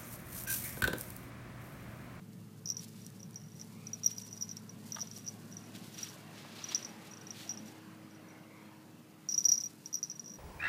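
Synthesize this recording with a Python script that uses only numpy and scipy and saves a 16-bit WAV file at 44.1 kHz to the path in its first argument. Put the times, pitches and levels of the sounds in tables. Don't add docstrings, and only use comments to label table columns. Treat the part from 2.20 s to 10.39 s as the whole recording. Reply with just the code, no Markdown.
import sys
import numpy as np
from scipy import signal
from scipy.fft import rfft, irfft, next_fast_len
from scipy.io import wavfile
from scipy.ndimage import uniform_filter1d, map_coordinates

SR = 44100
rng = np.random.default_rng(int(sys.argv[2]) if len(sys.argv) > 2 else 0)


def wav_out(sig):
    wavfile.write(sys.argv[1], SR, np.round(np.clip(np.atleast_2d(sig).T, -1, 1) * 32767).astype(np.int16))


N = 361002

SHELL_HZ, UPPER_HZ = 5777, 13500
# f/Hz, level/dB
STRAW_SPECTRUM = [(500, -46), (2500, -13.5), (4500, 2), (7000, 1.5), (10000, -1), (13000, -2.5),
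                  (16000, -6.5)]


def amp(db):
    return 10 ** (np.asarray(db) / 20)


def unit(x):
    return x / np.sqrt(np.mean(x ** 2) + 1e-20)


def curves(rows):
    times, *columns = np.transpose(rows)
    return [np.interp(np.arange(N) / SR, times, column) for column in columns]


def wobble(rate):
    points = rng.standard_normal(int(N * rate / SR) + 4)
    return map_coordinates(points, [np.arange(N) * rate / SR])


def filtered(x, response):
    size = next_fast_len(N + SR // 2)
    return irfft(rfft(x, size) * response(np.fft.rfftfreq(size, 1 / SR)), size)[:N]


def coloured(x, spectrum):
    f, db = np.transpose(spectrum)
    return filtered(x, lambda hz: amp(np.interp(np.log(hz + 1), np.log(f), db)))


def noise(spectrum):
    return unit(coloured(rng.standard_normal(N), spectrum))


def add(track, s, sound):
    start = max(round(s * SR), 0)
    part = track[start:start + len(sound)]
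    part += sound[:len(part)]


def fade(t, t60):
    return amp(-60 * np.maximum(t, 0) / t60)


def resonance(f, hz, width):
    return 1j * f * width / (hz * hz - f * f + 1j * f * width)


def bursts(rows, t60):
    out, t = np.zeros(N), np.arange(SR // 20) / SR
    for s, db in rows:
        add(out, s, amp(db) * fade(t, t60) * rng.standard_normal(len(t)))
    return out


def patchy(x, depth_db):
    spectra = signal.stft(x, nperseg=1024)[2]
    patches = uniform_filter1d(rng.standard_normal(spectra.shape), size=4, axis=0)
    patches = unit(uniform_filter1d(patches, size=9, axis=1))
    return unit(signal.istft(spectra * amp(depth_db * patches), nperseg=1024)[1][:N])


def traffic():
    # f/Hz, level/dB
    low_spectrum = [(20, -44), (55, -32.5), (85, -20.5), (105, -11), (150, 0.5), (185, 0), (230, -8),
                    (300, -20.5), (600, -44)]
    upper_spectrum = [(100, -32), (170, -14.5), (215, 3), (260, -3), (330, -9), (450, -15), (650, -20),
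                      (1500, -56)]
    # t/s, level/dB
    low_levels = [(0, -57), (2.6, -58), (5.0, -61), (6.8, -65), (8.19, -64)]
    upper_levels = [(0, -66.5), (1.4, -64.5), (3.1, -59), (4.0, -63.5), (5.0, -60), (6.8, -67.5),
                    (8.19, -64)]
    (low_db,), (upper_db,) = curves(low_levels), curves(upper_levels)
    low = amp(low_db + 3.5 + 1.1 * wobble(5.8)) * noise(low_spectrum)
    upper = amp(upper_db + 3.5 + 2.2 * wobble(7)) * noise(upper_spectrum)
    return low + upper


def breeze():
    # f/Hz, level/dB
    leaf_spectrum = [(100, -39), (300, 2.5), (550, 2), (1000, 1.5), (1600, -2), (2100, -5), (2750, -5),
                     (3200, -9.5), (6000, -15), (16000, -30)]
    # t/s, level/dB
    wind_levels = [(0, -69.5), (1.2, -68.5), (3.1, -65.5), (4.5, -58.5), (6.1, -63.5), (7.3, -67.5),
                   (8.19, -68.5)]
    (wind_db,) = curves(wind_levels)
    leaves = patchy(noise(leaf_spectrum), depth_db=2.2)
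    return amp(wind_db + 3 + 0.71 * wobble(8.1)) * leaves


def engine(start_hz=109.75, sag_hz_per_s=0.77):
    # t/s, level/dB, level/dB, level/dB
    harmonic_levels = [(0, -60.5, -66.5, -70.5), (3.0, -58, -78, -71), (3.6, -60.5, -63.5, -75.5),
                       (4.8, -65, -64, -70), (5.6, -65.5, -60, -82), (6.7, -68.5, -60, -86),
                       (7.2, -71.5, -65, -75), (8.19, -77, -65, -78)]
    first_db, third_db, fourth_db = curves(harmonic_levels)
    hz = start_hz - sag_hz_per_s * np.arange(N) / SR
    phase = 2 * np.pi * np.cumsum(hz + 0.2936 * wobble(5.4)) / SR
    levels = [first_db, first_db - 1.5, third_db - 0.5, fourth_db + 1, third_db - 16]
    harmonics = (amp(db + 0.92 * wobble(3.97)) * np.sin(k * phase) for k, db in enumerate(levels, 1))
    return np.sqrt(2) * sum(harmonics)


def hiss():
    # f/Hz, level/dB
    hiss_spectrum = [(100, -8), (1000, -11.5), (4000, -2), (8000, 1), (16000, 2)]
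    return amp(-70) * noise(hiss_spectrum)


def strokes(rise_share=0.42, drop_db=12):
    # peak t/s, length/s, straw level/dB, grass level/dB
    pushes = [(0.498, .04, -61, -67), (0.621, 0.086, -55, -59), (0.69, 0.085, -62, -76),
              (0.787, 0.29, -62, -66.5), (0.974, 0.13, -65, -76), (1.404, 0.18, -64, -71),
              (1.845, .08, -68, -62), (1.909, .04, -56, -57), (2.0, .05, -55, -63), (2.07, .03, -56, -61.5),
              (2.17, 0.18, -64.5, -76), (2.37, .03, -63, -63), (2.682, 0.14, -59.5, -74),
              (2.79, 0.31, -62.5, -60.5), (2.969, .07, -56.5, -60), (3.067, 0.18, -65, -67),
              (3.557, 0.042, -56, -49), (3.654, 0.19, -60, -58.5), (3.791, 0.14, -60, -52),
              (3.84, 0.18, -54, -51.5), (4.188, .14, -70, -55), (4.388, 0.36, -75, -53.5),
              (4.51, 0.18, -71, -48), (4.522, 0.021, -68, -43.5), (4.62, 0.22, -64, -63),
              (4.858, 0.15, -66, -60), (5.205, 0.18, -57.5, -51), (5.48, 0.24, -67, -60.5),
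              (7.12, .08, -58.5, -67), (7.182, 0.064, -56, -64), (7.244, 0.037, -51, -60),
              (7.31, 0.075, -56, -66), (7.43, .2, -63.5, -75), (7.654, .07, -62, -78),
              (7.75, .05, -62, -74)]
    t, power = np.arange(N) / SR, np.zeros((2, N))
    for s, length, straw_db, grass_db in pushes:
        near = np.abs(t - s) < 2 * length
        away = np.maximum((s - t[near]) / rise_share, (t[near] - s) / (1 - rise_share)) / length
        power[:, near] += np.outer(amp([straw_db, grass_db]), amp(-drop_db * away)) ** 2
    return np.sqrt(power)


def fibre_slips(per_s, spread_db, clump_db):
    slips = (rng.random(N) < per_s / SR) * rng.standard_normal(N)
    return slips * amp(spread_db * rng.standard_normal(N) + clump_db * wobble(90))


def rustle():
    # t/s, level/dB
    stir_levels = [(0, -75), (1.2, -74), (1.7, -65), (2.5, -69.5), (3.4, -67), (4.2, -70), (5.3, -71),
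                   (5.8, -80), (6.95, -76), (7.3, -68.5), (8.19, -71)]
    # f/Hz, level/dB
    grass_spectrum = [(300, -46), (1200, -9), (2400, -2.5), (3600, 0.5), (5000, -2.5), (7000, -9),
                      (10000, -17), (16000, -18.5)]
    (stir_db,), (crackle, swish) = curves(stir_levels), strokes()
    brittle = fibre_slips(per_s=6000, spread_db=3, clump_db=2.2)
    supple = fibre_slips(per_s=12000, spread_db=2.5, clump_db=1.4)
    straw = amp(2.5) * np.hypot(crackle, amp(stir_db)) * unit(coloured(brittle, STRAW_SPECTRUM))
    grass = amp(0.5) * np.hypot(swish, amp(stir_db - 5)) * unit(coloured(supple, grass_spectrum))
    return straw + grass


def stalks():
    # t/s, level/dB
    snaps = [(0.1324, -53), (0.6335, -48), (0.6834, -48), (0.7774, -51), (0.865, -40), (0.9023, -50),
             (1.109, -49.5), (1.144, -47), (1.8344, -52), (1.8504, -41), (1.9114, -47), (2.0654, -48),
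             (2.2214, -46), (2.367, -46), (2.6628, -52), (2.9764, -41), (2.9851, -42), (3.1009, -50),
             (3.5544, -46), (3.5624, -46)]
    return amp(2.5) * coloured(bursts(snaps, t60=0.0097), STRAW_SPECTRUM)


def jiggles(per_s=42, scatter_db=2.5, t60=0.038):
    # start t/s, end t/s, typical level/dB
    shakes = [(0.45, 0.553, -41), (0.81, 0.85, -49), (0.97, 1.02, -49), (1.13, 1.40, -53.5),
              (1.90, 2.32, -46.5), (2.76, 2.84, -45), (2.93, 3.077, -49.5), (3.31, 3.475, -52),
              (3.74, 3.89, -46.5), (4.48, 4.70, -47), (5.24, 5.389, -45), (5.45, 5.51, -52),
              (6.08, 6.12, -54.5), (7.11, 7.372, -35), (7.72, 7.79, -40), (7.94, 8.19, -45.5)]
    count = int(N / SR * per_s)
    times = (np.arange(count) + rng.random(count)) / per_s
    size, life = rng.standard_normal((2, count))
    return [(times[k], db + scatter_db * size[k], t60 * np.exp(.5 * life[k]))
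            for start, end, db in shakes for k in np.flatnonzero((times > start) & (times < end))]


def pings(strikes, flight_s=0.013, attack_s=0.00017, split_hz=110, upper_ring_ratio=1.26):
    # t/s, level/dB
    upper_levels = [(0.5, -26), (1.7, -34), (1.87, -22.5), (2.25, -23), (2.85, -23), (3.1, -32),
                    (3.85, -21), (4.5, -36), (5.3, -30), (7.1, -30.5), (7.32, -25.5), (7.75, -24),
                    (7.9, -32), (8.19, -20)]
    # f/Hz, level/dB, ring time/s
    free_tones = [(5850, -19.5, 0.1), (6140, -44, 0.16), (5000, -31.5, 0.037), (13410, -48, .09)]
    out, t = np.zeros(N), np.arange(SR // 7) / SR
    tone = lambda hz: np.sin(2 * np.pi * (hz * t + rng.random()))
    gaps = np.diff([row[0] for row in strikes], append=N / SR)
    for (s, db, t60), gap in zip(strikes, gaps):
        chance = rng.standard_normal(6)
        ring = fade(t, t60) * fade(t - flight_s, 0.028) * fade(t - gap, 0.0037)
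        main = ring * tone(SHELL_HZ + 10 * chance[0])
        pair = sum(tone(UPPER_HZ + 20 * chance[1] + side * split_hz) for side in (-.5, .5))
        upper_db = np.interp(s, *np.transpose(upper_levels)) + 1.5 * chance[5]
        upper = amp(upper_db) * ring ** (1 / upper_ring_ratio) * pair
        contact = amp(-7.5 + 2 * chance[2]) * fade(t, 0.016) * tone(5520 + 160 * chance[3])
        after_ring = sum(amp(level) * fade(t, life) * tone(hz) for hz, level, life in free_tones)
        tick = amp(-26 + 3.5 * chance[4]) * fade(t, 0.0029) * rng.standard_normal(len(t))
        ping = (1 - np.exp(-t / attack_s)) ** 2 * (main + upper + contact + after_ring + tick)
        add(out, s, amp(db) * ping)
        for delay, size in zip(rng.uniform(.002, .009, size=2), rng.standard_normal(2)):
            add(out, s + delay, amp(db - 13.5 + 2 * size) * ping)
    return out


def skitter(strikes, taps_per_s=260, motion_t60=0.18, ring_hz=5660, ring_t60=0.0077, run_up_s=.008):
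    taps, t = np.zeros(N), np.arange(SR // 10) / SR
    for s, db, _ in strikes:
        touches = (rng.random(len(t)) < taps_per_s / SR) * rng.choice([-1, 1], len(t))
        motion = np.minimum(t / run_up_s, 1) ** 2 * fade(t - run_up_s, motion_t60)
        strength = amp(db - 18 + 4 * rng.standard_normal(len(t)))
        add(taps, s - run_up_s / 2, touches * motion * strength)
    tones = np.sin(2 * np.pi * ring_hz * t) + amp(-25) * np.sin(2 * np.pi * 13300 * t)
    ping = (1 - np.exp(-t / 0.000185)) ** 2 * fade(t, ring_t60) * tones
    return signal.fftconvolve(taps, ping)[:N]


def collar_bell():
    # t/s, level/dB, ring time/s
    hard_strikes = [(0.4574, -24, 0.0065), (0.4735, -33.5, 0.032), (0.4895, -26, 0.017),
                    (0.5011, -21.5, 0.019), (0.5202, -33, .04), (0.5684, -27, .021), (0.594, -34, .015),
                    (0.8654, -41.5, .006), (1.0298, -37, .023), (1.1581, -29, 0.024), (1.2157, -47, .012),
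                    (1.3976, -39, .015), (1.4137, -33.5, 0.014), (1.6695, -35, 0.029),
                    (1.732, -27.5, 0.042), (1.8345, -33, .036), (1.8425, -32, .08), (1.861, -15, 0.048),
                    (1.876, -28, 0.017), (1.9139, -34.5, 0.043), (1.9822, -27, 0.015), (2.0204, -38, 0.017),
                    (2.087, -39.5, .007), (2.128, -35.5, .024), (2.175, -41.5, .05), (2.211, -32.5, .036),
                    (2.2232, -22.5, .023), (2.292, -29, .013), (2.313, -34, .03), (2.369, -33, 0.012),
                    (2.4933, -37, 0.02), (2.7212, -28, 0.022), (2.7455, -30.5, 0.027), (2.8064, -30, .01),
                    (2.8145, -25.5, .016), (2.821, -31, .032), (2.8723, -37, .014), (2.913, -33.5, 0.015),
                    (2.9644, -36, 0.02), (3.0656, -38, 0.024), (3.077, -30.5, .022), (3.085, -29, 0.018),
                    (3.3253, -42, .014), (3.368, -34, 0.022), (3.8301, -30, 0.036), (3.8882, -31.5, .007),
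                    (4.4405, -30.5, 0.046), (4.4866, -36.5, .068), (4.5472, -15, 0.015),
                    (4.5544, -29, .039), (4.5779, -34, .01), (4.6278, -37, .018), (4.6477, -27, .01),
                    (4.9122, -40.5, .045), (4.9357, -42, .028), (4.9718, -39, .008), (5.0123, -44.5, 0.036),
                    (5.069, -39.5, 0.033), (5.1058, -33, 0.024), (5.293, -30, 0.097),
                    (5.3071, -33.5, 0.083), (5.374, -33, 0.0092), (5.9091, -51, .017), (5.9481, -44, .01),
                    (7.088, -27.5, 0.04), (7.0947, -26.5, 0.071), (7.1192, -27, .01),
                    (7.1236, -25.5, 0.037), (7.1405, -27, .05), (7.1445, -20.5, 0.036),
                    (7.178, -18.5, 0.051), (7.19, -25, .018), (7.2055, -26, .029), (7.243, -24, .02),
                    (7.2526, -17, 0.11), (7.259, -19, 0.026), (7.285, -22, .07), (7.2893, -13.5, .032),
                    (7.2945, -20, 0.02), (7.3173, -15.5, .022), (7.321, -13.5, 0.029), (7.336, -23, 0.046),
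                    (7.3415, -24, .036), (7.356, -21, 0.007), (7.3781, -23, 0.029), (7.4029, -31, .022),
                    (7.4095, -27, 0.014), (7.4365, -30.5, 0.074), (7.4574, -31, 0.05),
                    (7.6587, -32.5, .042), (7.7285, -28.5, .021), (7.7418, -20.5, 0.018),
                    (7.7535, -26, .031), (7.8291, -22, 0.022), (7.8378, -20, 0.017), (7.8984, -28.5, .033),
                    (7.9147, -32, .017), (7.9952, -31.5, 0.026), (8.0594, -40, .028), (8.096, -42.5, 0.049),
                    (8.117, -41, .028)]
    rattle = sum(pings(strikes) + skitter(strikes) for strikes in (hard_strikes, jiggles()))
    shell = lambda f: resonance(f, SHELL_HZ, width=1700) + resonance(f, UPPER_HZ, width=2200)
    leak = amp(-15)
    return amp(0.77) * filtered(rattle, lambda f: (shell(f) + leak) / (1 + leak))


def far_bird(blur_per_s=400, edge_s=0.031):
    # t/s, f/Hz, level/dB
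    calls = [
        [(1.45, 2180, -84), (1.56, 2270, -64), (1.62, 2380, -62.5), (1.76, 2450, -67), (1.9, 2500, -73),
         (2.1, 2410, -82)],
        [(5.98, 2190, -74), (6.11, 2165, -60), (6.23, 2090, -66), (6.38, 2190, -59), (6.55, 2180, -72)],
        [(7.2, 2500, -82), (7.3, 2370, -78), (7.38, 2234, -65), (7.48, 2240, -80)],
    ]
    out, t = np.zeros(N), np.arange(N) / SR
    blurred = lambda phase: wobble(blur_per_s) * np.sin(phase) + wobble(blur_per_s) * np.cos(phase)
    for call in calls:
        hz, db = curves(call)
        sounding = np.clip(np.minimum(t - call[0][0], call[-1][0] - t) / edge_s, 0, 1)
        phase = 2 * np.pi * np.cumsum(hz) / SR
        out += sounding * amp(db - 5) * (blurred(phase) + amp(-3) * blurred(phase / 2))
    return out


def twigs():
    # t/s, level/dB
    cracks = [(2.762, -28.5), (2.768, -32.5), (2.785, -34.5), (4.519, -39)]
    # f/Hz, width/Hz, level/dB
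    wood_tones = [(660, 120, -5), (900, 62, -2.5), (1210, 92, 2), (1630, 220, -2.5), (2150, 200, -13),
                  (3520, 600, -13)]
    wood = lambda f: sum((-1) ** k * amp(db) * resonance(f, hz, width)
                         for k, (hz, width, db) in enumerate(wood_tones))
    return amp(10) * filtered(bursts(cracks, t60=0.02), wood)


def footfalls(t60=0.057):
    # t/s, peak level/dB, f/Hz
    steps = [(2.828, -47, 600), (2.975, -48.5, 520), (3.385, -61, 70), (4.248, -45.5, 750)]
    out, t = np.zeros(N), np.arange(SR // 8) / SR
    for s, db, hz in steps:
        band = signal.butter(2, [hz / np.sqrt(2), hz * np.sqrt(2)], "bandpass", fs=SR, output="sos")
        thud = signal.sosfilt(band, fade(t, t60) * rng.standard_normal(len(t)))
        add(out, s, amp(db) * thud / np.abs(thud).max())
    return out


def scene():
    distance = traffic() + breeze() + engine() + far_bird()
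    nearby = rustle() + stalks() + hiss() + twigs() + footfalls() + collar_bell()
    return (distance + nearby)[None]


def record(dry):
    return filtered(dry[0], lambda hz: hz < 15450)[None]


dry = scene()
out = record(dry)
wav_out(out)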